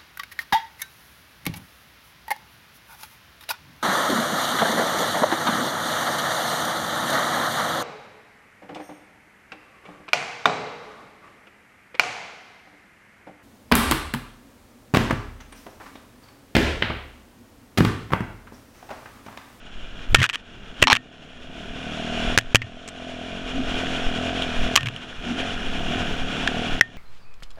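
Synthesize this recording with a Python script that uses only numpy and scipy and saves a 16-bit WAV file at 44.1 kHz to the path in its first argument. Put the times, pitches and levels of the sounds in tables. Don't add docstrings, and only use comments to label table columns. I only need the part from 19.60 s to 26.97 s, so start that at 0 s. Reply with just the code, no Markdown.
import sys
import numpy as np
from scipy import signal
from scipy.fft import rfft, irfft, next_fast_len
from scipy.io import wavfile
from scipy.ndimage import uniform_filter1d, minimum_filter1d, map_coordinates

SR = 44100
rng = np.random.default_rng(int(sys.argv[2]) if len(sys.argv) > 2 else 0)


def wrap_up_sound(samples):
    columns = np.atleast_2d(samples).T
    tamed = np.clip(columns, -1, 1)
    steps = np.round(tamed * 32767).astype(np.int16)
    wavfile.write(sys.argv[1], SR, steps)


N = 325017


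def amp(db):
    return 10 ** (np.asarray(db) / 20)


def unit(x):
    return x / np.sqrt(np.mean(x ** 2) + 1e-20)


def curve(rows):
    return np.interp(np.arange(N) / SR, *np.transpose(rows))


def wobble(rate_hz):
    knots = rng.standard_normal(int(N * rate_hz / SR) + 4)
    return map_coordinates(knots, [np.arange(N) * rate_hz / SR])


def swell(centre_s, sigma_s):
    return np.exp(-((np.arange(N) / SR - centre_s) / sigma_s) ** 2 / 2)


def add(out, start_s, x):
    part = out[round(start_s * SR):][:len(x)]
    part += x[:len(part)]


def colour(x, spectrum):
    size = 2 * next_fast_len(len(x) // 2 + 4096)
    hz, db = np.transpose(spectrum)
    bin_db = np.interp(np.log(np.fft.rfftfreq(size, 1 / SR) + 1), np.log(hz), db)
    cepstrum = irfft(np.log(amp(bin_db)))
    cepstrum[1:size // 2] *= 2
    cepstrum[size // 2 + 1:] = 0
    return irfft(rfft(x, size) * np.exp(rfft(cepstrum)))[:len(x)]


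def resonate(x, hz, width_hz):
    return signal.lfilter(*signal.iirpeak(hz, hz / width_hz, SR), x)


def resonate_twice(x, hz, width_hz):
    return resonate(resonate(x, hz, width_hz), hz, width_hz)


def cycle_pulses(cycles, scatter_db, jitter_s):
    at = np.flatnonzero(np.diff(np.floor(cycles)))
    size, late = rng.standard_normal((len(at), 2)).T
    at = np.clip(at + late * jitter_s * SR, 0, N - 1).astype(int)
    return np.bincount(at, amp(scatter_db * size), N)


def puffs(pulses, decay_s):
    envelope = signal.lfilter([1], [1, -np.exp(-1 / (decay_s * SR))], pulses)
    return unit(envelope * rng.standard_normal(N))


def pipe_note(cycles):
    # time in seconds, pitch in Hz.
    pitch = [(0, 664), (2.5, 674), (3.7, 661), (4.3, 682), (5.1, 677), (5.85, 700), (6.4, 693), (7, 702)]
    rise_s, lag_s, scatter_db, detune_share = .004, .002, 1.7, .006
    out, t = np.zeros(N), np.arange(SR // 25) / SR
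    note_hz = curve(pitch)
    envelope = (t / rise_s * np.exp(-t / rise_s)) ** 2
    for i in np.flatnonzero(np.diff(np.floor(cycles))):
        size, detune = rng.standard_normal(2)
        hz = note_hz[i] * (1 + detune_share * detune)
        add(out, i / SR + lag_s, amp(scatter_db * size) * envelope * np.sin(2 * np.pi * hz * t))
    return unit(out)


def exhaust(cycles, thud_db, bark_db):
    # frequency in Hz, relative level in dB.
    thud_spectrum = [(30, -28.5), (43, -3.5), (60, -2), (82, 1), (122, -14), (155, 2.5), (173, -4.5),
                     (192, 4.5), (214, -3.5), (240, 7.5), (260, 6), (280, -2.5), (300, -2), (335, -13),
                     (390, -7.5), (435, -5), (490, -10.5), (560, -30), (700, -13.5), (1500, -92)]
    gas_spectrum = [(200, -31), (400, -14), (520, -5), (590, -20), (645, 7.5), (690, 9), (750, -5.5),
                    (860, -5), (1100, -27), (1400, -9), (1900, -25), (4000, -74)]
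    turbulence_share, puff_s, gas_db = .1, .009, -13
    pulses = cycle_pulses(cycles, scatter_db=.9, jitter_s=.00005)
    thud = colour(unit(pulses) + turbulence_share * puffs(pulses, puff_s), thud_spectrum)
    note = pipe_note(cycles)
    gas = unit(colour(puffs(pulses, puff_s), gas_spectrum))
    return amp(thud_db) * unit(thud) + amp(bark_db) * unit(note + amp(gas_db) * gas)


def clatter(cycles, level_db):
    # frequency in Hz, relative level in dB.
    spectrum = [(100, -6), (450, -2.5), (620, -2.5), (950, -7.5), (1200, -6.5), (1500, -2.5), (2050, -8),
                (2450, -5), (3350, -0.5), (3750, -10.5), (4800, -20), (5500, -16.5), (7000, -23),
                (10300, -35), (13000, -50), (16000, -70)]
    # resonance in Hz, width in Hz, gain in dB.
    casing_modes = [(1470, 140, -7), (2427, 58, 2), (2836, 133, -3.5), (3350, 81, -21), (5430, 78, -7.5),
                    (6850, 210, -1), (10100, 350, -2)]
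    valves = puffs(cycle_pulses(cycles + .4, scatter_db=1.8, jitter_s=.0006), decay_s=.004)
    piston = puffs(cycle_pulses(cycles + .85, scatter_db=3, jitter_s=.00011), decay_s=.0037)
    ticks = signal.lfilter(*signal.butter(2, 6000, fs=SR), .33 * valves + .25 * piston)
    rush = rng.standard_normal(N) * amp(1.84 * wobble(rate_hz=30))
    metal = colour(rush + ticks, spectrum)
    casing = sum(amp(db + 1.7 * wobble(rate_hz=6.3)) * resonate(metal, hz, width_hz)
                 for hz, width_hz, db in casing_modes)
    head = resonate_twice(.5 * valves + rng.standard_normal(N), hz=1450, width_hz=620)
    return amp(level_db) * unit(metal + casing) + amp(-44) * unit(head)


def engine():
    # time in seconds, firings per second.
    speed = [(0, 40), (.12, 38.2), (.27, 41), (.35, 40.1), (.46, 42.5), (.62, 42), (.9, 39), (1.1, 37),
             (1.44, 35.5), (1.62, 37.8), (1.78, 34.7), (1.95, 37.6), (2.06, 40.2), (2.16, 36.1),
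             (2.26, 38.3), (2.38, 38.7), (2.52, 40.3), (2.6, 39), (2.67, 40.5), (2.88, 42), (3.06, 38.2),
             (3.14, 40.1), (3.2, 43.7), (3.32, 44.8), (3.4, 40.9), (3.46, 42.6), (3.6, 40.7), (3.74, 46.3),
             (3.88, 42), (3.98, 45), (4.12, 41.2), (4.18, 43.5), (4.3, 44.1), (4.36, 42.4), (4.44, 43.4),
             (4.52, 40.4), (4.78, 44.1), (4.9, 40.6), (5.03, 40.4), (5.14, 42.3), (5.3, 43), (5.36, 40.6),
             (5.5, 42.5), (5.62, 40.5), (5.72, 41.5), (5.8, 43), (5.9, 46.2), (5.98, 38.4), (6.1, 36.1),
             (6.28, 38.5), (6.36, 43.4), (6.44, 38.6), (6.54, 35.8), (6.6, 37.3), (6.92, 36.6), (7, 41.2),
             (7.12, 36.6), (7.3, 35.7), (7.37, 37.3)]
    # time in seconds, load in dB (0 is a firm throttle).
    throttle = [(0, -7.5), (.32, -12.5), (.5, -15.5), (.85, -12), (1.05, -14), (1.2, -11), (1.45, -1.5),
                (1.6, -2), (1.75, -7), (1.95, -2), (2.4, 1), (2.72, 1), (2.88, -9.5), (3.1, 5.5), (3.2, 0),
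                (3.45, 5), (3.66, 3), (3.77, 0), (3.9, 0), (4.0, 1.5), (4.1, 1), (4.28, -2), (4.55, -1.5),
                (4.8, 1), (4.95, -5.5), (5.08, 0.5), (5.3, -7.5), (5.48, -11), (5.58, -24.5), (5.65, -4),
                (5.76, -6), (5.86, -1.5), (5.98, -8.5), (6.1, -6.5), (6.25, -3), (6.37, 1), (6.52, -5.5),
                (6.8, -3), (7.02, 0), (7.15, -3.5), (7.37, -2.5)]
    firing_hz = curve(speed) * (1 + .002 * wobble(rate_hz=14))
    cycles = np.cumsum(firing_hz) / SR
    load_db = curve(throttle)
    pipe = exhaust(cycles, thud_db=-30.5 + .84 * load_db, bark_db=-35 + load_db)
    return pipe + clatter(cycles, level_db=-29.5 + .44 * load_db)


def tyres():
    # time in seconds, level in dB.
    ground = [(0, -42.5), (1.0, -36.5), (2.0, -34), (2.6, -46), (3.5, -47), (4.2, -39.5), (5.0, -41),
              (5.5, -42), (5.85, -49), (6.15, -37), (6.37, -36.5), (6.55, -36.5), (6.85, -39), (7.0, -39.5),
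              (7.37, -33)]
    # frequency in Hz, relative level in dB.
    spectrum = [(40, 2), (100, 6), (220, 7), (330, 4), (560, -4.5), (900, -9), (2000, -42)]
    level_db = curve(ground) + 1.7 * wobble(rate_hz=24)
    return amp(level_db) * unit(colour(rng.standard_normal(N), spectrum))


def wind():
    # centre in seconds, rms level in dB, sigma in seconds.
    gusts = [(0.21, -27.5, 0.07), (0.503, -14, 0.011), (0.544, -3.5, 0.019), (1.233, -4, 0.014),
             (2.684, -29.5, 0.013), (3.183, -32.5, 0.04), (4.476, -22, 0.019), (5.016, -17, 0.037),
             (5.593, -27, 0.016), (6.6, -31, 0.042), (7.14, -26, 0.029)]
    # frequency in Hz, relative level in dB.
    spectrum = [(1, -18), (5, -10.5), (10, 2), (25, -8.5), (40, -12.5), (65, -27), (120, -28.5), (300, -57),
                (1000, -77)]
    steady_db, drift_db = -31, 3.5
    strength = amp(steady_db + drift_db * wobble(rate_hz=2.52))
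    strength += sum(amp(db) * swell(centre_s, sigma_s) for centre_s, db, sigma_s in gusts)
    return strength * unit(colour(rng.standard_normal(N), spectrum))


def contact(t60_s):
    # frequency in Hz, gain in dB.
    case_response = [(40, -28), (200, -19.5), (550, -15), (1150, -6.5), (1900, -6.5), (3000, 0), (3700, -5),
                     (4800, -13), (5700, -14), (7500, -21.5), (10000, -34), (13000, -38.5), (16000, -46)]
    attack_s, spread_oct, spot_db = .0003, .3, 2
    t = np.arange(SR // 5) / SR
    fade = amp(-60 * t / t60_s)
    bins = rfft(rng.standard_normal(len(t)) * fade * (1 - np.exp(-t / attack_s)))
    flat = irfft(bins / (np.abs(bins) + 1e-9), len(t)) * fade ** .25
    spot_hz = np.geomspace(1250, 3000, 3) * 2 ** rng.uniform(-spread_oct, spread_oct, size=3)
    spot = sum(resonate(flat, hz, width_hz=190) for hz in spot_hz)
    return colour(flat + amp(spot_db) * spot, case_response)


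def blow(t60_s, body_hz, body_db, snap_db, thump_db, ring_db):
    # frequency in Hz, level in dB, t60 in seconds.
    helmet_modes = [(135, -3, 0.024), (115.6, -21, 0.31), (252.5, -26.5, 0.23), (312, 2, 0.0091),
                    (528, 3, 0.0099)]
    # resonance in Hz, width in Hz, gain in dB.
    hollows = [(1710, 200, -1), (1946, 38, -8.5), (2440, 390, -5.5), (3220, 140, -11)]
    wall_hz, wall_t60_s, crest_factor = 1828, .16, 2.3
    burst = contact(t60_s)
    t = np.arange(len(burst)) / SR
    hollow = sum(amp(db) * resonate(burst, hz, width_hz) for hz, width_hz, db in hollows)
    body = resonate_twice(burst, body_hz, width_hz=.33 * body_hz)
    snap = signal.lfilter(*signal.butter(2, 6000, "high", fs=SR), burst)
    crack = burst + hollow + amp(body_db) * body + amp(snap_db) * snap
    loudest_rms = np.sqrt(uniform_filter1d(crack ** 2, size=88).max())
    crack = np.tanh(crack / (crest_factor * loudest_rms))
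    ring = lambda hz, ring_t60_s: np.sin(2 * np.pi * hz * t) * amp(-60 * t / ring_t60_s)
    thump = sum(amp(db) * ring(hz, ring_t60_s) for hz, db, ring_t60_s in helmet_modes)
    hit = crack / np.abs(crack).max() + amp(thump_db) * thump + amp(ring_db) * ring(wall_hz, wall_t60_s)
    return hit / np.abs(hit).max()


def branches():
    # start in seconds, peak in dB, t60 in seconds, resonance of the struck spot in Hz,
    # then gains in dB of that resonance, treble snap, helmet thump, wall ring and rebound.
    strikes = [ (0.5455, 24, 0.019, 610, 3, 2, -11.5, -24, -39),
               (0.5482, 22.5, 0.0073, 1480, 6, 5, -19.5, -29, -12),
               (0.6167, 10.5, 0.018, 1900, 9, 1, -11, -32, -5),
               (0.6296, 10.5, 0.026, 2450, -5, 4, -24, -30, -19),
               (0.6405, 14, 0.017, 1540, 9, 3, -26, -33, -15),
               (0.6969, 6.5, 0.021, 2780, -3, -1, -52, -28, -24),
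               (1.2249, 23.5, 0.017, 616, 12, 3, -11, -24, -27.5),
               (1.2274, 22, 0.012, 1850, 0, -2, -22, -21, -22),
               (1.238, 13.5, 0.023, 2430, 5, 4, -13, -24, -21),
               (1.3287, 26.5, 0.011, 1830, 0.5, -1, -20.5, -32, -23),
               (2.776, 16, 0.013, 2030, -1.5, 9, -14.5, -32, -7.5),
               (2.9469, 25.5, 0.015, 3160, -9, 6, -4, -36, -25),
               (2.9557, 21.5, 0.01, 3050, -2.5, 9.5, -21.5, -37, -16.5),
               (3.0177, 2, 0.03, 2060, 10, -30, -16, -19, -14),
               (3.277, -7.5, 0.036, 8300, 19.5, 9, -7, -40, -2),
               (4.821, -14, 0.015, 3400, 16, 5, -28, -40, -9),
               (5.1561, 6.5, 0.0083, 3030, 3, 13, -46, -30, -13),
               (5.1607, 15.5, 0.0061, 3050, -6, 13, -36, -39, -19),
               (5.174, 7, 0.019, 1210, 7, -16, -30, -18.5, -27),
               (5.362, -13.5, 0.011, 3070, 13, 8, -29, -38, -29),
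               (6.8749, -6.5, 0.013, 1660, 9, -29, -38, -34, -30),
               (7.2101, 24, 0.011, 1820, 17, 2, -24, -26.5, -29)]
    rebound_delay_s, rebound_t60_s = .0095, .018
    out = np.zeros(N)
    for start_s, db, t60_s, hz, body_db, snap_db, thump_db, ring_db, rebound_db in strikes:
        add(out, start_s, amp(db) * blow(t60_s, hz, body_db, snap_db, thump_db, ring_db))
        rebound = blow(rebound_t60_s, hz, body_db, snap_db, thump_db=-20.5, ring_db=-39)
        add(out, start_s + rebound_delay_s, amp(db + rebound_db) * rebound)
    return out


def twigs():
    # start in seconds, peak in dB, resonance in Hz.
    flicks = [(0.691, 0, 1730), (0.7085, -9, 2497), (0.7559, 3, 2800), (1.352, 11, 2290),
              (1.3583, 3.5, 1250), (1.3626, 7.5, 1900), (1.367, 10, 2440), (2.811, -14.5, 2400),
              (5.208, -11, 2800), (5.231, -8.5, 2800), (5.258, -13, 3000), (5.2858, -8, 2600)]
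    # start in seconds, length in seconds, typical tick peak in dB, resonance in Hz.
    scrapes = [(0.558, .018, -1, 1500), (0.583, .03, -1, 1800), (0.616, .048, 4.5, 1900),
               (.731, .022, -0.5, 2630), (1.2179, .005, 10, 3300), (1.305, .02, 4, 2300),
               (1.334, .014, 0, 1990), (5.26, .014, -9.5, 2120)]
    ticks_per_s, uneven_share, scatter_db, scatter_oct = 380, .79, 2.5, .27
    tick = lambda hz, t60_s: blow(t60_s, hz, body_db=-5, snap_db=-3, thump_db=-43, ring_db=-38)
    out = np.zeros(N)
    for start_s, db, hz in flicks:
        add(out, start_s, amp(db) * tick(hz, t60_s=.01))
    for start_s, length_s, db, hz in scrapes:
        count = int(np.ceil(length_s * ticks_per_s))
        for k in range(count):
            tick_s = start_s + (k + uneven_share * rng.uniform(-.5, .45)) / ticks_per_s
            pressure = np.sqrt(np.sin(np.pi * (k + .5) / count))
            gain = pressure * amp(db + scatter_db * rng.standard_normal())
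            tick_hz = hz * 2 ** (scatter_oct * rng.standard_normal())
            add(out, tick_s, gain * tick(tick_hz, t60_s=.0055))
    return out


def low_swells():
    # centre in seconds, rms level in dB, sigma in seconds, resonance in Hz, width in Hz.
    swells = [(0.598, -2, 0.024, 116, 61), (5.25, -22.5, 0.061, 122, 60), (5.706, -23.5, 0.037, 239, 70),
              (3.04, -17, .022, 100, 30), (4, -24.5, .04, 250, 46), (1.305, -14.5, 0.049, 253, 115)]
    out = np.zeros(N)
    for centre_s, db, sigma_s, hz, width_hz in swells:
        band = unit(resonate_twice(rng.standard_normal(N), hz, width_hz))
        out += amp(db) * swell(centre_s, sigma_s) * band
    return out


def visor():
    # start in seconds, peak in dB, contact t60 in seconds.
    slaps = [(1.271, 19, 0.011), (1.2789, 14.5, 0.032), (1.2999, 18, 0.028), (1.3096, 14, 0.041),
             (1.319, 19, 0.028)]
    # resonance in Hz, width in Hz, gain in dB.
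    modes = [(860, 150, 18.5), (1040, 89, -3), (2280, 130, 3), (4170, 200, 11), (5480, 200, 11)]
    out = np.zeros(N)
    for start_s, peak_db, t60_s in slaps:
        burst = contact(t60_s)
        clack = burst + sum(amp(db) * resonate(burst, hz, width_hz) for hz, width_hz, db in modes)
        add(out, start_s, amp(peak_db) * clack / np.abs(clack).max())
    return out


def scene():
    return (engine() + tyres() + wind() + low_swells() + branches() + visor() + twigs())[None]


def limiter(x, ceiling_db, release_db_per_s, start_gain_db, ahead_s):
    climb_db = release_db_per_s * np.arange(N) / SR
    allowed_db = np.minimum(0, ceiling_db - 20 * np.log10(np.abs(x) + 1e-9))
    allowed_db = minimum_filter1d(allowed_db, 2 * int(ahead_s * SR) + 1)
    allowed_db[0] = start_gain_db
    gain_db = np.minimum.accumulate(allowed_db - climb_db) + climb_db
    return x * amp(uniform_filter1d(gain_db, size=64))


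def record(dry):
    limited = limiter(dry[0], ceiling_db=4.5, release_db_per_s=16.5, start_gain_db=-14.5, ahead_s=.0114)
    lowpass = signal.ellip(N=10, rp=.1, rs=100, Wn=16000, fs=SR, output="sos")
    return signal.sosfilt(lowpass, np.clip(limited, -.95, .95))[None]


dry = scene()
out = record(dry)
wrap_up_sound(out)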